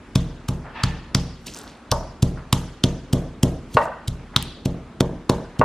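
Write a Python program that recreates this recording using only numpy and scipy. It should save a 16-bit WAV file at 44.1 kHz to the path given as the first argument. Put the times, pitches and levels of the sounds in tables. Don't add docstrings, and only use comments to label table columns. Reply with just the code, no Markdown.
import sys
import numpy as np
from scipy import signal
from scipy.fft import rfft, irfft, next_fast_len
from scipy.io import wavfile
from scipy.ndimage import uniform_filter1d, map_coordinates

SR = 44100
rng = np.random.default_rng(int(sys.argv[2]) if len(sys.argv) > 2 else 0)


def waveform_to_disk(signal):
    frames = np.transpose(np.atleast_2d(signal))
    scaled = np.clip(frames, -1, 1) * 32767
    samples = np.round(scaled).astype(np.int16)
    wavfile.write(sys.argv[1], SR, samples)


def how_loud(loudness_db):
    steps = np.asarray(loudness_db, float) / 20
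    return 10 ** steps


N = 248724


def along(points, hz, column=1):
    rows = np.transpose(points)
    return np.interp(np.log(hz + 1), np.log(rows[0] + 1), rows[column])


def unit(x):
    return x / np.sqrt(np.mean(x ** 2) + 1e-20)


def filtered(x, response):
    size = next_fast_len(N + SR)
    return irfft(rfft(x, size) * response(np.fft.rfftfreq(size, 1 / SR)), size)[..., :N]


def modes(peaks):
    def response(f):
        total = 0
        for k, (hz, width, db) in enumerate(peaks):
            damping = 1j * f * width
            total = total + (-1) ** k * how_loud(db) * damping / (hz * hz - f * f + damping)
        return total
    return response


def swell(s, db, rise, fade):
    late = np.arange(N) / SR - s
    return how_loud(db - 20 * np.where(late < 0, -late / rise, late / fade))


def grains(s, db, hz, cycles):
    t = np.arange(200) / SR
    u = hz[:, None] * t / cycles
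    wave = how_loud(db)[:, None] * np.sin(2 * np.pi * hz[:, None] * t) * u * np.exp(1 - u)
    at = np.round(s * SR).astype(int)[:, None] + np.arange(len(t))
    return np.bincount(at.ravel(), wave.ravel(), N + SR)[:N]


# pitch_hz [Hz], likeness [1 = the same]
LIKENESS = [(100, 1), (500, 0.97), (2000, 0.88), (4000, 0.6), (8000, 0.11), (13000, 0.097)]


def spread(pair):
    def shares(hz):
        turn = np.arccos(np.clip(along(LIKENESS, hz), 0, 1)) / 2
        return np.array([np.cos(turn), np.sin(turn)])
    mid, side = filtered(pair, shares)
    return np.array([mid + side, mid - side])


# start_s [s], thud_db [dB], contact_ms [ms], counter_db [dB], echo_db [dB]
BLOWS = [(0.158, -3.5, 2.14, 1, -0.5), (0.491, -11.5, 2.7, 3.5, 10), (0.839, -8.5, 3.13, 2, 2),
         (1.151, -6.5, 2.13, 2.5, 5), (1.471, -32, 1.3, 0, 11.5), (1.918, -12, 4.5, 2, 15.5),
         (2.229, -3.5, 2.63, -0.5, 7.5), (2.53, -5.5, 2.36, -0.5, 5), (2.841, -2, 1.67, -2, 5),
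         (3.133, -5, 2.12, 1, 12), (3.434, -2, 1.85, -0.8, 8.5), (3.751, -12.5, 2.84, -6, 16),
         (4.083, -14, 4.1, 2, 4.5), (4.364, -11.5, 2.43, -1, 2), (4.658, -7, 1.72, 0.3, 6.5),
         (5.007, -0.2, 1.16, -3, 2.5), (5.297, 1, 0.99, -4.5, 0.7), (5.595, -8, 2.2, -0.5, 15.5)]
# pitch_hz [Hz], level_db [dB], decay_t60_s [s]
COUNTER_MODES = [(37.4, -14, 0.96), (61.4, -29, 0.89), (71.6, -17.5, 0.75), (98.8, -32, 1),
                 (118.5, -22, 0.81), (133, -15, 0.68), (156.2, -15.5, 0.67), (153.6, -31, 0.14),
                 (177.5, -14, 0.59), (200.8, -24.5, 0.33), (252.8, -19, 1), (299.4, -22, 0.76),
                 (406, -35, 0.34), (469, -18, 0.77), (641.5, -11.5, 0.6)]


def thuds():
    push, load, far, deep = np.zeros((4, N + SR))
    t = np.arange(-400, 400) / SR
    weight_db = 1.75
    for s, db, contact_ms, counter_db, echo_db in BLOWS:
        u = t / (0.00046 * contact_ms)
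        dip = how_loud(db + 4) * np.exp(-np.abs(u) ** 1.25)
        squeeze = 0.31 * how_loud(db + 5) * np.exp(-(u + 2.45) ** 2 / 2)
        at = round((s + 0.0019) * SR) - 400
        push[at:][:len(t)] += squeeze - dip
        far[at:][:len(t)] -= how_loud(echo_db) * (dip - squeeze)
        load[at + 180:][:len(t)] -= how_loud(counter_db) * dip
        deep[at + 180:][:len(t)] -= how_loud(counter_db + weight_db) * dip
    bounce = 0.74 * push[:N] + filtered(push[:N], modes([(109.7, 43.3, 0.71)]))
    ring = [(hz, 2.9 / t60, db + 22.5) for hz, db, t60 in COUNTER_MODES]
    lowest = filtered(deep[:N], modes(ring[:3]))
    higher = filtered(load[:N], modes(ring[3:]))
    return bounce + lowest - higher, far[:N]


# start_s [s], peak_db [dB], tilt_db [dB per octave], stone_knock_db [dB], strongest_hz [Hz]
BURSTS = [(0.155, -5, -4.5, -1, 3530), (0.4843, -12, 0.2, 13, 2680), (0.8354, -1.5, -9.5, -6, 4520),
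          (1.1475, -1.5, -4.5, -1, 5300), (1.4649, -23, 3.5, 8, 7330), (1.915, -8, 1.5, 8.5, 5100),
          (2.2245, -9.5, 0, 1.5, 4600), (2.5272, 1, 0.5, 9, 3080), (2.8368, -3.5, -5.5, -5.5, 6240),
          (3.1297, -8.5, 0.3, 5.5, 3300), (3.4297, -7, 1.5, 5.5, 2940), (3.742, -23, 0, -2, 2740),
          (4.077, -16.5, -1.5, -12, 4000), (4.3626, -0.7, -7.5, -3, 3440), (4.654, -17, -1.5, -1.5, 3120),
          (5.0041, -11.5, -2.5, 10.5, 3350), (5.295, -2.5, -2, 14.5, 3950), (5.5903, -21, -3, -8, 1870)]
# pitch_hz [Hz], level_db [dB per Hz]
CRACK_COLOUR = [(470, -56), (800, -5.5), (1240, -7.5), (1770, -13.5), (2170, -10.5), (3290, -1.5),
                (4180, -3), (4690, -3.5), (6430, -4), (7020, -4), (8170, -5), (9150, -8), (12500, -12),
                (14600, -18), (16400, -26.5)]
# pitch_hz [Hz], width_hz [Hz], level_db [dB]
BOWL_RING = [(3210, 30, -9.5), (3850, 35, -14), (5100, 45, -13), (6400, 45, -12)]


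def cracks():
    near, far = np.zeros((2, N + SR))
    t = np.arange(-512, 512) / SR
    hz = np.fft.rfftfreq(len(t), 1 / SR)
    for s, db, tilt_db, knock_db, best_hz in BURSTS:
        ms = 2.6 - 0.1327 * db
        tilt = tilt_db * np.log2(hz / 4000 + 0.4)
        knock = knock_db / (1 + (hz / 1700) ** 6)
        colour = how_loud(along(CRACK_COLOUR, hz) + tilt + knock)
        colour *= 1 + 0.54 * np.exp(-(np.log2(hz / best_hz + 0.0011) / 0.12) ** 2)
        rise = np.abs(t / (0.00069 * ms)) ** 1.5
        fall = np.abs(t / (0.00038 * ms)) ** 1.23
        envelope = np.exp(-np.where(t < 0, rise, fall))
        grit = rng.standard_normal(len(t)) * how_loud(8.2 * rng.standard_normal(len(t)))
        at = round((s + 0.0008 * ms) * SR) - 512
        near[at:][:len(t)] += how_loud(db - 7) * envelope * unit(irfft(rfft(grit) * colour))
        puff = np.roll(irfft(colour), 512)
        far[at:][:len(t)] += puff * how_loud(db - 6) * np.linalg.norm(envelope) / np.linalg.norm(puff)
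    wall = filtered(np.pad(near, (310, 0))[:N], lambda f: 1 / (1 + 1j * f / 6000))
    return near[:N] + how_loud(-12) * wall + filtered(near[:N], modes(BOWL_RING)), far[:N]


# start_s [s], peak_db [dB], hardness_db [dB]
JOLTS = [
    (1.921, -8, -5),
    (3.769, 8, 6),
    (5.613, 1.5, 1),
]
# pitch_hz [Hz], width_hz [Hz], level_db [dB]
BOARD_KNOCK = [(440, 110, -5), (590, 155, 0.5), (931, 99, 4.5), (1182, 125, 0.5), (1507, 79, -4),
               (1890, 164, -8), (2720, 140, -11), (3900, 1200, -21.5)]
# pitch_hz [Hz], width_hz [Hz], level_db [dB]
BOARD_RING = [(619, 17, -27), (930, 37, 5), (1080, 36, 12), (1440, 38, 8), (1870, 28, -23), (2090, 47, -32),
              (2720, 34, -5)]
# delay_ms [ms], share [of the first slap, negative = inverted]
EARLY_ECHOES = [(1.9, 0.32), (4.3, 0.38), (6.6, 0.26), (8.6, -0.34), (11.5, 0.25), (16.5, -0.18), (18.5, 0.17)]


def jolts():
    slap = np.zeros(N + SR)
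    t = np.arange(40) / SR
    for s, db, hard_db in JOLTS:
        width_s = 0.00015 * how_loud(-hard_db)
        slap[round(s * SR):][:len(t)] += how_loud(db + 8.5) * np.exp(-(t - 0.0003) ** 2 / width_s ** 2)
    first = filtered(slap[:N], modes(BOARD_KNOCK))

    def echoed(hz):
        return 1 + sum(share * np.exp(-2j * np.pi * hz * ms / 1000) for ms, share in EARLY_ECHOES)
    return filtered(first, echoed) + how_loud(-6.5) * filtered(slap[:N], modes(BOARD_RING)), first


# start_s [s], peak_db [dB], pitch_hz [Hz]
SNAPS = [(1.1487, -0.5, 4950), (1.538, -22.5, 6200), (1.5462, -22, 6900), (1.5646, -23.5, 7340),
         (1.5738, -24, 7500), (1.5882, -20.5, 7700), (1.6152, -28, 6750), (1.6347, -38, 3800),
         (1.6777, -28.5, 4440), (1.9087, -29, 3560), (1.9157, -0.8, 5380), (1.9236, -15.5, 4500),
         (3.717, -42, 2980), (3.7694, -12, 2720), (3.8184, -28, 2680), (3.8844, -42, 2730),
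         (4.3625, 6, 3750), (4.4254, -18.5, 3280), (4.4265, -11.5, 9460), (4.4265, -15, 12400)]


def snaps():
    s, db, hz = np.transpose(SNAPS)
    return grains(s, db, hz, cycles=0.8)


# peak_s [s], level_db [dB], rise_s [s], fade_s [s], centre_hz [Hz]
CRUNCH = [
    (1.467, -34, .008, .08, 5500),
    (1.572, -39.5, .13, .13, 6640),
    (1.676, -48, 0.012, 0.15, 4670),
    (3.748, -40, .045, 0.06, 7100),
    (3.844, -43.5, .12, 0.042, 6800),
]


def crunch():
    out, count = np.zeros(N), 1800
    for s, db, rise, fade, centre_hz in CRUNCH:
        span = 2 * (rise + fade)
        at = s - 2 * rise + span * rng.uniform(0, 1, count)
        hz = np.clip(centre_hz * np.exp(0.38 * rng.standard_normal(count)), 1500, 15000)
        size_db = 2.74 * rng.exponential(1, count) - 9.5
        out += np.sqrt(8 * span) * swell(s, db, rise, fade) * grains(at, size_db, hz, cycles=1.0)
    return out


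# peak_s [s], level_db [dB], rise_s [s], fade_s [s]
DULL_SCRAPES = [
    (0.661, -26.5, 0.035, 0.15),
    (.85, -36.5, 0.29, .22),
    (1.562, -31, 0.037, 0.42),
    (2.375, -29, 0.014, 0.15),
    (4.339, -26, .004, 0.058),
    (5.562, -31.5, .012, 0.11),
]
# peak_s [s], level_db [dB], rise_s [s], fade_s [s]
RINGING_DRAG = [
    (0.757, -36.5, 0.014, 0.13),
    (.805, -34.5, 0.082, 0.3),
]
# pitch_hz [Hz], width_hz [Hz], level_db [dB]
DRAG_MODES = [(895, 50, 0), (1270, 60, -5), (1770, 50, -1), (2660, 80, -8)]


def scrape():
    def soft(hz):
        return 1 / (1 + (hz / 4500) ** 4) ** 2

    def dull_colour(hz):
        return soft(hz) * modes([(700, 600, 0), (1500, 900, -1)])(hz)

    def ringing_colour(hz):
        return soft(hz) * (np.abs(modes(DRAG_MODES)(hz)) + how_loud(-12) * hz / (hz + 900))
    dull = filtered(rng.standard_normal((2, N)), dull_colour)
    ringing = filtered(rng.standard_normal((2, N)), ringing_colour)
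    dull_gain = how_loud(-12.5) * sum(swell(*row) for row in DULL_SCRAPES)
    ringing_gain = sum(swell(*row) for row in RINGING_DRAG)
    return dull_gain * spread(unit(dull)) + ringing_gain * spread(unit(ringing))


# pitch_hz [Hz], decay_t60_s [s], level_db [dB]
KITCHEN_ECHO = [(183, 0.53, -20), (415, 0.37, -7.5), (640, 0.48, -5), (966, 0.58, -12), (1580, 0.71, -8.5),
                (2400, 0.55, -14), (4520, 0.69, -15.5), (7440, 0.52, -15.5), (11900, 0.4, -18),
                (13750, 0.09, -43)]


def kitchen(x):
    hz, t, z = signal.stft(rng.standard_normal((2, SR)), SR, nperseg=256)
    t60 = along(KITCHEN_ECHO, hz)[:, None]
    level_db = along(KITCHEN_ECHO, hz, column=2)[:, None]
    lumps = uniform_filter1d(uniform_filter1d(rng.standard_normal(z.shape[1:]), 5, 0), 6, 1)
    early = 1 + how_loud(-7.5 - 60 * t / 0.04)
    decay = how_loud(level_db - 60 * t / t60) / np.sqrt(t60 * SR * 0.079)
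    tail = signal.istft(z * how_loud(2.98 * unit(lumps)) * early * decay, SR, nperseg=256)[1]
    wet = signal.fftconvolve(np.pad(x, (350, 0))[None], tail, axes=1)[:, :N]
    return spread(filtered(wet, lambda f: f ** 4 / (f ** 4 + 220 ** 4)))


# pitch_hz [Hz], level_db [dB]
FRIDGE_TONES = [(119.5, -67.5), (238, -52)]


def fridge():
    t = np.arange(N) / SR
    knots = rng.standard_normal((2, 120))
    drift = map_coordinates(knots, [np.repeat([[0], [1]], N, 1), np.tile(t * 14, (2, 1))])
    out = np.zeros(N)
    for (hz, db), d in zip(FRIDGE_TONES, drift):
        out += how_loud(db + 2.1 * d) * np.sin(2 * np.pi * hz * t + 1.26 * d)
    return out


# pitch_hz [Hz], level_db [dB]
AIR_COLOUR = [(15, -38), (38, 4.5), (60, -2), (120, -8.5), (240, -4), (400, -5.5), (700, -6), (1200, -6.5),
              (2200, -13), (4500, -22.5), (8000, -28.5), (11500, -35.5), (13000, -75), (16000, -91.5)]


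def background():
    z = signal.stft(rng.standard_normal((2, N)), nperseg=512)[2]
    patches = uniform_filter1d(uniform_filter1d(rng.standard_normal(z.shape[1:]), 6, 0), 12, 1)
    pair = signal.istft(z * how_loud(1.75 * unit(patches)), nperseg=512)[1][:, :N]
    air = spread(filtered(pair, lambda hz: how_loud(along(AIR_COLOUR, hz))))
    rumble = filtered(air, lambda hz: 1 / (1 + (hz / 350) ** 4))
    t = np.arange(N) / SR
    s, db = np.transpose(BLOWS)[:2]
    last = np.searchsorted(s, t) - 1
    since = np.where(last < 0, 1, t - s[last])
    murmur_gain = how_loud(-50.5 - 1.5 * np.exp(-since / 0.45))
    rise_s, fade_s = 0.088, 0.093
    late = since - rise_s
    shake = how_loud(db[last] - 30.5 - 20 * np.where(late < 0, -late / rise_s, late / fade_s))
    return murmur_gain * unit(air - rumble) + (how_loud(-44) + shake) * unit(rumble)


def scene():
    thud, thump = thuds()
    board, slap = jolts()
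    burst, puff = cracks()
    small = snaps() + crunch()
    crisp = burst + small
    out_of_step = filtered(crisp, lambda hz: 1j * (0.041 + hz / 14000))
    near = thud + board + spread(np.array([crisp, out_of_step]))
    echo = kitchen(thump + puff + how_loud(6.5) * slap) + kitchen(small)
    return near + echo + scrape() + background() + fridge()


def low_pass(x):
    return signal.sosfilt(signal.butter(12, 16510, fs=SR, output="sos"), x)


def record(dry):
    heard = filtered(dry, lambda hz: (1j * hz / (26 + 1j * hz)) ** 4 / (1 + (hz / 15500) ** 12))
    clipped = heard / (1 + np.abs(heard / 1.02) ** 8) ** (1 / 8)
    return low_pass(clipped)


dry = scene()
out = record(dry)
waveform_to_disk(out)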